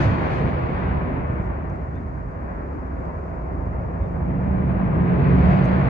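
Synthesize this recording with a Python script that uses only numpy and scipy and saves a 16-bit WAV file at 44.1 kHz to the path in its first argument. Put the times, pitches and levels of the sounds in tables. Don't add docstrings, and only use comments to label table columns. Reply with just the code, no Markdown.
import sys
import numpy as np
from scipy import signal
from scipy.fft import rfft, irfft, next_fast_len
from scipy.io import wavfile
from scipy.ndimage import uniform_filter1d

SR = 44100
rng = np.random.default_rng(int(sys.argv[2]) if len(sys.argv) > 2 else 0)


def wav_record(signal):
    frames = np.transpose(np.atleast_2d(signal))
    bounded = np.clip(frames, -1, 1)
    quanta = np.round(bounded * 32767).astype(np.int16)
    wavfile.write(sys.argv[1], SR, quanta)


N = 259749
TIME = np.arange(N) / SR
FFT_SIZE = next_fast_len(N, True)
BINS_HZ = np.maximum(np.arange(FFT_SIZE // 2 + 1) * SR / FFT_SIZE, 1)
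MIC_SIDES = np.array([[1], [-1]])

# freq_hz, correlation
MIC_LIKENESS = [(40, .985), (100, .95), (200, .87), (310, .78), (400, .45), (520, .05), (800, -.1),
                (1300, -.15), (2200, 0), (8000, 0)]
# freq_hz, balance_db
MIC_BALANCE = [(50, -1), (130, -1.5), (190, -2.5), (370, 0.5), (600, 0.5), (1000, 0.8), (1500, 2.5),
               (2200, 5.5), (2700, 0.5), (5000, 5), (7000, 3.5), (9000, -0.5)]
# freq_hz, phase_rad
MIC_LEAD = [(60, 0.021), (170, 0.44), (310, .85), (600, .6), (1500, 0.56)]
# freq_hz, share (0-1)
DIRECT_SHARE = [(300, .01), (600, .1), (900, .38), (1300, .48), (2000, .33), (2700, .18), (3300, .12),
                (4500, .25), (6000, .3)]
# delay_ms, level_db
NEARBY_ECHOES = [(7.9, -17.5), (10.8, -24), (18.6, -12.5), (27.4, -15), (43, -18.5)]

# freq_hz, level_db
AIR_SPECTRUM = [(100, -14), (1000, -3.5), (3500, -5.5), (4800, -5.5), (5700, -8), (6450, -6.5),
                (7500, -13.5), (8500, -14.5), (10000, -18.5), (12000, -33)]
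# start_s, length_s, top_pitch_hz, level_db
BIRD_CALLS = [(1.94, 0.059, 3600, -68.5), (2.962, .06, 3650, -76), (3.996, 0.085, 3620, -71)]
# centre_s, length_s, level_db
RUSTLE_EVENTS = [(0.006, .1, -50), (0.353, 0.12, -58), (3.06, 0.054, -74)]
# freq_hz, level_db
RUSTLE_SPECTRUM = [(2000, -5), (4000, -9.5), (5500, -14), (6300, -11.5), (7400, -26), (8300, -17.5),
                   (9500, -33)]
# start_s, level_db
TICK_EVENTS = [(1.4626, -62), (1.6245, -66), (1.6985, -57), (1.7575, -61), (1.884, -68), (1.9555, -62),
               (5.643, -50), (5.654, -42)]
# freq_hz, width_hz, level_db
TICK_RESONANCES = [(4000, 640, 4), (6200, 320, 8), (8250, 450, -3.5)]

# freq_hz, level_db
DEEP_SPECTRUM = [(20, -24.5), (30, -15), (38, -2.5), (48, 0.5), (58, -10.5)]
# freq_hz, level_db
RUMBLE_SPECTRUM = [(22, -51), (32, -28), (42, -11), (52, -1.5), (68, 5), (82, 1.5), (98, 0), (118, -16.5),
                   (160, -41)]
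# centre_s, length_s, rumble_lift_db, boom_lift_db
EDDY_BILLOWS = [(0.074, 0.1, -2, -0.5), (0.44, 0.088, 2, 6), (.54, 0.039, 6, 2.5), (0.893, 0.16, 3, 2.5),
                (1.321, 0.047, -6, 6), (1.506, 0.15, 3.5, -1), (1.73, 0.097, 3, 3), (2.928, 0.058, 4, 2),
                (3.702, 0.39, 4.5, 1.5), (4.018, 0.045, 8.5, -0.5), (4.22, 0.16, 4.5, 1),
                (4.967, 0.041, 7, -1), (5.413, 0.19, 3, 0)]
# centre_s, length_s, pitch_hz, level_db
MOAN_NOTES = [(0.094, 0.1, 99, -19), (0.905, 0.084, 68, -22), (1.324, 0.052, 128, -22.5),
              (3.754, 0.22, 69, -33), (4.514, 0.28, 69.5, -23), (5.124, .14, 67, -26.5),
              (5.422, 0.3, 70, -21)]
# start_s, level_db
PLUME_PUFFS = [(0.01, -15.5), (0.055, -10.5), (0.083, -17), (0.445, -19.5), (0.535, -19), (0.632, -13),
               (0.9, -16), (1.183, -15), (1.297, -16), (1.396, -16), (1.461, -23), (3.782, -18),
               (4.028, -23), (5.487, -7)]
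# freq_hz, width_hz, level_db
PUFF_RESONANCES = [(84, 57, -3), (124, 45, -5)]

# freq_hz, level_db
BOOM_SPECTRUM = [(70, -41.5), (100, -9), (118, 0), (140, 1.5), (165, -1.5), (190, -1.5), (215, -7),
                 (255, -2.5), (295, -10.5), (380, -18)]
# freq_hz, width_hz, level_db
HOLLOW_RESONANCES = [(73.3, 2.5, -8), (140.2, 13, -4.5), (254.7, 7, -12.5)]
# time_s, level_db
EXHAUST_AIM = [(0, -19), (.22, -27), (.5, -27), (1.2, -28), (1.6, -33.5), (2.1, -33), (2.6, -36.5),
               (3.45, -34.5), (4.1, -30), (4.55, -21), (4.85, -20.5), (5.45, -15.5), (5.89, -20)]
# time_s, level_db, pitch_hz
BOOM_DRONE = [(2.0, -12, 165.2), (3.0, -7.5, 165), (4.25, -2, 171.9), (4.42, -2, 188), (4.55, 2.5, 187.8),
              (4.85, -5.5, 185.1), (4.95, -6, 171.8), (5.12, -1.5, 174.6), (5.35, 1.5, 179.9),
              (5.55, 2, 183.2), (5.89, -2, 187)]
# centre_s, length_s, lift_db
BOOM_OPENINGS = [(1.15, 0.19, 7), (2.68, 0.65, 12.5), (3.55, 0.51, 2.5), (5.33, 0.19, 7.5), (5.72, 0.2, 3)]

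# freq_hz, level_db
ROAR_SPECTRUM = [(200, -34.5), (310, 2), (390, -1), (500, -1.6), (630, 0), (790, -4.5), (1040, -4.5),
                 (1300, -10), (1900, -15), (2450, -18.5), (3100, -28.5), (4400, -34), (5500, -43.5),
                 (6250, -40.5), (7300, -55), (10000, -63)]
# time_s, level_db, air_loss_db (at 2.4 kHz), treble_lift_db
FLIGHT_PATH = [(0, -21, -0.5, 4.5), (.17, -25.5, 1.4, 2), (.35, -25.5, 1.5, 3.5), (.6, -26.5, 2, 1),
               (.88, -28, 3, 3.5), (1.35, -29.5, 7, 3.5), (1.9, -35, 9.5, 3), (2.28, -35.5, 12.5, 5),
               (2.55, -34.5, 12.5, 5.5), (3.1, -33, 12, 3), (4.1, -31, 9, 0), (4.6, -28.5, 5.5, 0.5),
               (4.95, -27, 5.5, 2), (5.2, -26, 3, 2), (5.52, -24, 1.55, 2.5), (5.89, -24, 2.5, 2.5)]
# centre_s, length_s, lift_db
ROAR_SURGES = [(.05, 0.12, -1.5), (.27, 0.13, 1.5), (.86, 0.12, 0.5), (2.55, 0.25, 1.5), (3.07, 0.14, 1.2),
               (5.53, 0.078, 0.9)]
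CHURN_BANDS = [340, 527, 784]
# centre_s, length_s, lift_db, centre_hz
ROAR_ROLLS = [(.25, .45, 1.5, 323), (0.967, 0.22, 2.5, 1034), (1.278, 0.19, 1, 510), (3.1, 0.14, 4, 1000),
              (3.45, 0.32, 0.5, 1010), (3.68, 0.53, 1, 608.2), (5.253, 0.44, 6, 419), (5.524, 0.16, 7, 720),
              (5.53, 0.21, -0.5, 1000), (5.794, .2, 0.5, 660)]


def from_db(db):
    return 10 ** (np.asarray(db) / 20)


def unit_power(x):
    return x / np.sqrt(np.mean(x ** 2) + 1e-20)


def in_time(rows):
    times, *columns = np.transpose(rows)
    return [np.interp(TIME, times, column) for column in columns]


def at_hz(points, hz=BINS_HZ):
    freqs, values = np.transpose(points)
    return np.interp(np.log(hz), np.log(freqs), values)


def hump(centre_s, length_s):
    return np.exp(-(2 * (TIME - centre_s) / length_s) ** 2)


def swells(rows):
    return sum(db * hump(s, length) for s, length, db in rows)


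def strikes(events):
    clicks = np.zeros(N)
    for s, db in events:
        clicks[round(s * SR)] = from_db(db)
    return clicks


def drift(rate_hz, step=16):
    count = next_fast_len(N // step + 2, True)
    hz = np.arange(count // 2 + 1) * SR / step / count
    slow = irfft(rfft(rng.standard_normal(count)) / (1 + (hz / rate_hz) ** 2), count)
    return unit_power(np.interp(np.arange(N) / step, np.arange(count), slow))


def colour(spectrum):
    skirts = np.minimum(BINS_HZ / spectrum[0][0], 1) * np.minimum(spectrum[-1][0] / BINS_HZ, 1)
    return from_db(at_hz(spectrum)) * skirts ** 5


def resonances(modes):
    return sum(from_db(db) / (1 + 1j * (BINS_HZ - hz ** 2 / BINS_HZ) / width) for hz, width, db in modes)


def filtered(x, gain):
    return irfft(rfft(x, FFT_SIZE) * gain, FFT_SIZE)[..., :N]


def band(x, hz, q):
    return filtered(x, resonances([(hz, hz / q, 0)]))


def low_cut(x, hz):
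    return signal.sosfilt(signal.butter(4, hz, "high", fs=SR, output="sos"), x)


def tilted(x, upper_db, split_hz):
    low = filtered(x, 1 / (1 + (BINS_HZ / split_hz) ** 8))
    return low + from_db(upper_db) * (x - low)


def steadied(x, samples):
    power = np.mean(x ** 2, axis=0)
    slow_power = uniform_filter1d(uniform_filter1d(power, samples), samples)
    return x / np.sqrt(slow_power + 1e-12)


def mic_gains(hz=BINS_HZ):
    return from_db(MIC_SIDES * at_hz(MIC_BALANCE, hz) / 2)


def outdoor_noise(gain, left_lag_s=0.00042):
    direct, mid, side = rfft(rng.standard_normal((3, FFT_SIZE)))
    share, alike = at_hz(DIRECT_SHARE), at_hz(MIC_LIKENESS)
    direct = np.sqrt(share) * direct * np.exp(-2j * np.pi * BINS_HZ * MIC_SIDES * left_lag_s / 2)
    scattered = np.sqrt((1 + alike) / 2) * mid + np.sqrt((1 - alike) / 2) * side * MIC_SIDES
    scattered = np.sqrt(1 - share) * scattered * np.exp(1j * MIC_SIDES * at_hz(MIC_LEAD) / 2)
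    return unit_power(irfft((direct + scattered) * gain * mic_gains(), FFT_SIZE)[:, :N])


def open_air(level_db=-71.5):
    gain = from_db(level_db + .4 * drift(15))
    hiss = outdoor_noise(colour(AIR_SPECTRUM))
    return gain * tilted(hiss, .8 * drift(12), split_hz=4800)


def bird(bend=.085):
    calls = np.zeros(N)
    quaver = .014 * drift(300)
    for s, length, top_hz, db in BIRD_CALLS:
        progress = np.clip((TIME - s) / length, 0, 1)
        pitch_hz = top_hz * (1 - bend * (progress / .55 - 1) ** 2 + quaver)
        calls += from_db(db) * np.sin(np.pi * progress) * np.sin(2 * np.pi * np.cumsum(pitch_hz) / SR)
    return calls


def rustles(grain_db=2.5):
    envelope = sum(from_db(db) * hump(s, length) for s, length, db in RUSTLE_EVENTS)
    return envelope * from_db(grain_db * drift(120)) * outdoor_noise(colour(RUSTLE_SPECTRUM))


def ticks(gain_db=13.0, scuff_db=-14, scuff_s=0.0024):
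    clicks = strikes(TICK_EVENTS)
    decays = signal.lfilter([1], [1, -np.exp(-1 / (scuff_s * SR))], clicks + 1e-18)
    scuffs = from_db(scuff_db) * decays * rng.standard_normal(N)
    ringing = sum((-1) ** k * resonances([mode]) for k, mode in enumerate(TICK_RESONANCES))
    return from_db(gain_db) * filtered(clicks + scuffs, ringing)


def deep_rumble(level_db=-43):
    return from_db(level_db) * steadied(outdoor_noise(colour(DEEP_SPECTRUM)), samples=8000)


def moans(waver_hz=1.72):
    notes = 0
    for s, length, hz, db in MOAN_NOTES:
        phase = 2 * np.pi * (rng.random() + np.cumsum(hz + waver_hz * drift(8.6)) / SR)
        notes = notes + from_db(db) * mic_gains(hz) * hump(s, length) * unit_power(np.sin(phase))
    return notes


def thumps(gain_db=-1.5, soft_hz=170):
    body = resonances(PUFF_RESONANCES) / (1 + 1j * BINS_HZ / soft_hz) ** 3
    body /= np.abs(irfft(body, FFT_SIZE)).max()
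    pulses = filtered(strikes(PLUME_PUFFS), body)
    return from_db(gain_db) * mic_gains(100) * low_cut(pulses, hz=42)


def rumble(aim_db, air_loss_db, base_db=-29.5, buffet_db=0.5):
    lift_db = 2.5 - 0.93 * air_loss_db
    eddies = outdoor_noise(colour(RUMBLE_SPECTRUM))
    eddies = tilted(eddies, lift_db, split_hz=140)
    eddies = tilted(eddies, lift_db, split_hz=51)
    billow_db = swells((s, length, db) for s, length, db, _ in EDDY_BILLOWS)
    level_db = base_db + .3 * aim_db + billow_db + buffet_db * drift(12)
    return low_cut(from_db(level_db) * steadied(eddies, samples=3000), hz=44)


def drone(waver_hz=0.9, throb_db=3.4):
    level_db, pitch_hz = in_time(BOOM_DRONE)
    phase = 2 * np.pi * np.cumsum(pitch_hz + waver_hz * drift(12)) / SR
    tone = np.sin(phase + MIC_SIDES * at_hz(MIC_LEAD, pitch_hz) / 2) * mic_gains(pitch_hz)
    return from_db(level_db) * unit_power(tone * from_db(throb_db * drift(19)))


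def boom(boom_db, aim_db, surge_db=0.95):
    low_band = np.abs(resonances([(122, 310, 0)])) ** 2
    hollow = from_db(-11 + 0.71 * aim_db) * outdoor_noise(resonances(HOLLOW_RESONANCES) * low_band)
    blend = hollow + drone() + outdoor_noise(colour(BOOM_SPECTRUM))
    upper_db = -2.5 - 0.13 * aim_db + swells(BOOM_OPENINGS)
    blend = steadied(tilted(blend, upper_db, split_hz=215), samples=3000)
    billow_db = swells((s, length, db) for s, length, _, db in EDDY_BILLOWS)
    return from_db(boom_db + billow_db + surge_db * drift(6.7)) * blend


def echoed(x, sway=.035, sway_hz=0.46):
    heard = x
    for ms, db in NEARBY_ECHOES:
        sent_s = TIME - ms / 1000 * (1 + sway * drift(sway_hz))
        heard = heard + from_db(db) * np.array([np.interp(sent_s, TIME, channel) for channel in x])
    return heard


def churned(x, depth_db=0.77, churn_hz=9):
    return x + sum((from_db(depth_db * drift(churn_hz)) - 1) * band(x, hz, q=3) for hz in CHURN_BANDS)


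def rolled(x):
    return x + sum((from_db(db * hump(s, length)) - 1) * band(x, hz, q=6.8)
                   for s, length, db, hz in ROAR_ROLLS)


def through_air(x, loss_db, steepness=1.91):
    hz, frame_s, frames = signal.stft(x, SR, nperseg=512, boundary="even")
    loss_scale = (np.minimum(hz, 6000) / 2400)[:, None] ** steepness
    gain = from_db(-loss_scale * np.interp(frame_s, TIME, loss_db))
    return signal.istft(frames * gain, SR)[1][:, :N]


def roar(roar_db, air_loss_db, treble_db, trim_db=-1.31, flutter_db=0.59, tear_db=0.23):
    noise = echoed(outdoor_noise(colour(ROAR_SPECTRUM)))
    noise = tilted(noise, 0.079 * air_loss_db, split_hz=720)
    noise = steadied(noise, samples=8000)
    noise = tilted(noise, treble_db + tear_db * drift(24), split_hz=1100)
    noise = through_air(rolled(churned(noise)), np.maximum(air_loss_db, 0))
    return from_db(roar_db + trim_db + swells(ROAR_SURGES) + flutter_db * drift(30)) * noise


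def scene(usual_boom_db=-30.5):
    roar_db, air_loss_db, treble_db = in_time(FLIGHT_PATH)
    boom_db = in_time(EXHAUST_AIM)[0]
    aim_db = boom_db - usual_boom_db
    low_end = deep_rumble() + rumble(aim_db, air_loss_db) + moans() + thumps()
    jet = low_end + boom(boom_db, aim_db) + roar(roar_db, air_loss_db, treble_db)
    return jet + open_air() + ticks() + rustles() + bird()


def record(dry, leak_db=-59, leak_hz=9600, fade_s=.004, cutoff_hz=11000):
    boom_band = filtered(dry, np.abs(resonances([(199, 230, 0.0049)])))
    leak = from_db(leak_db) * boom_band * np.cos(2 * np.pi * leak_hz * TIME)
    fade = np.minimum(np.minimum(TIME, TIME[::-1]) / fade_s, 1)
    high_cut = signal.cheby2(12, 60, cutoff_hz, fs=SR, output="sos")
    return signal.sosfilt(high_cut, (dry + leak) * fade)


dry = scene()
out = record(dry)
wav_record(out)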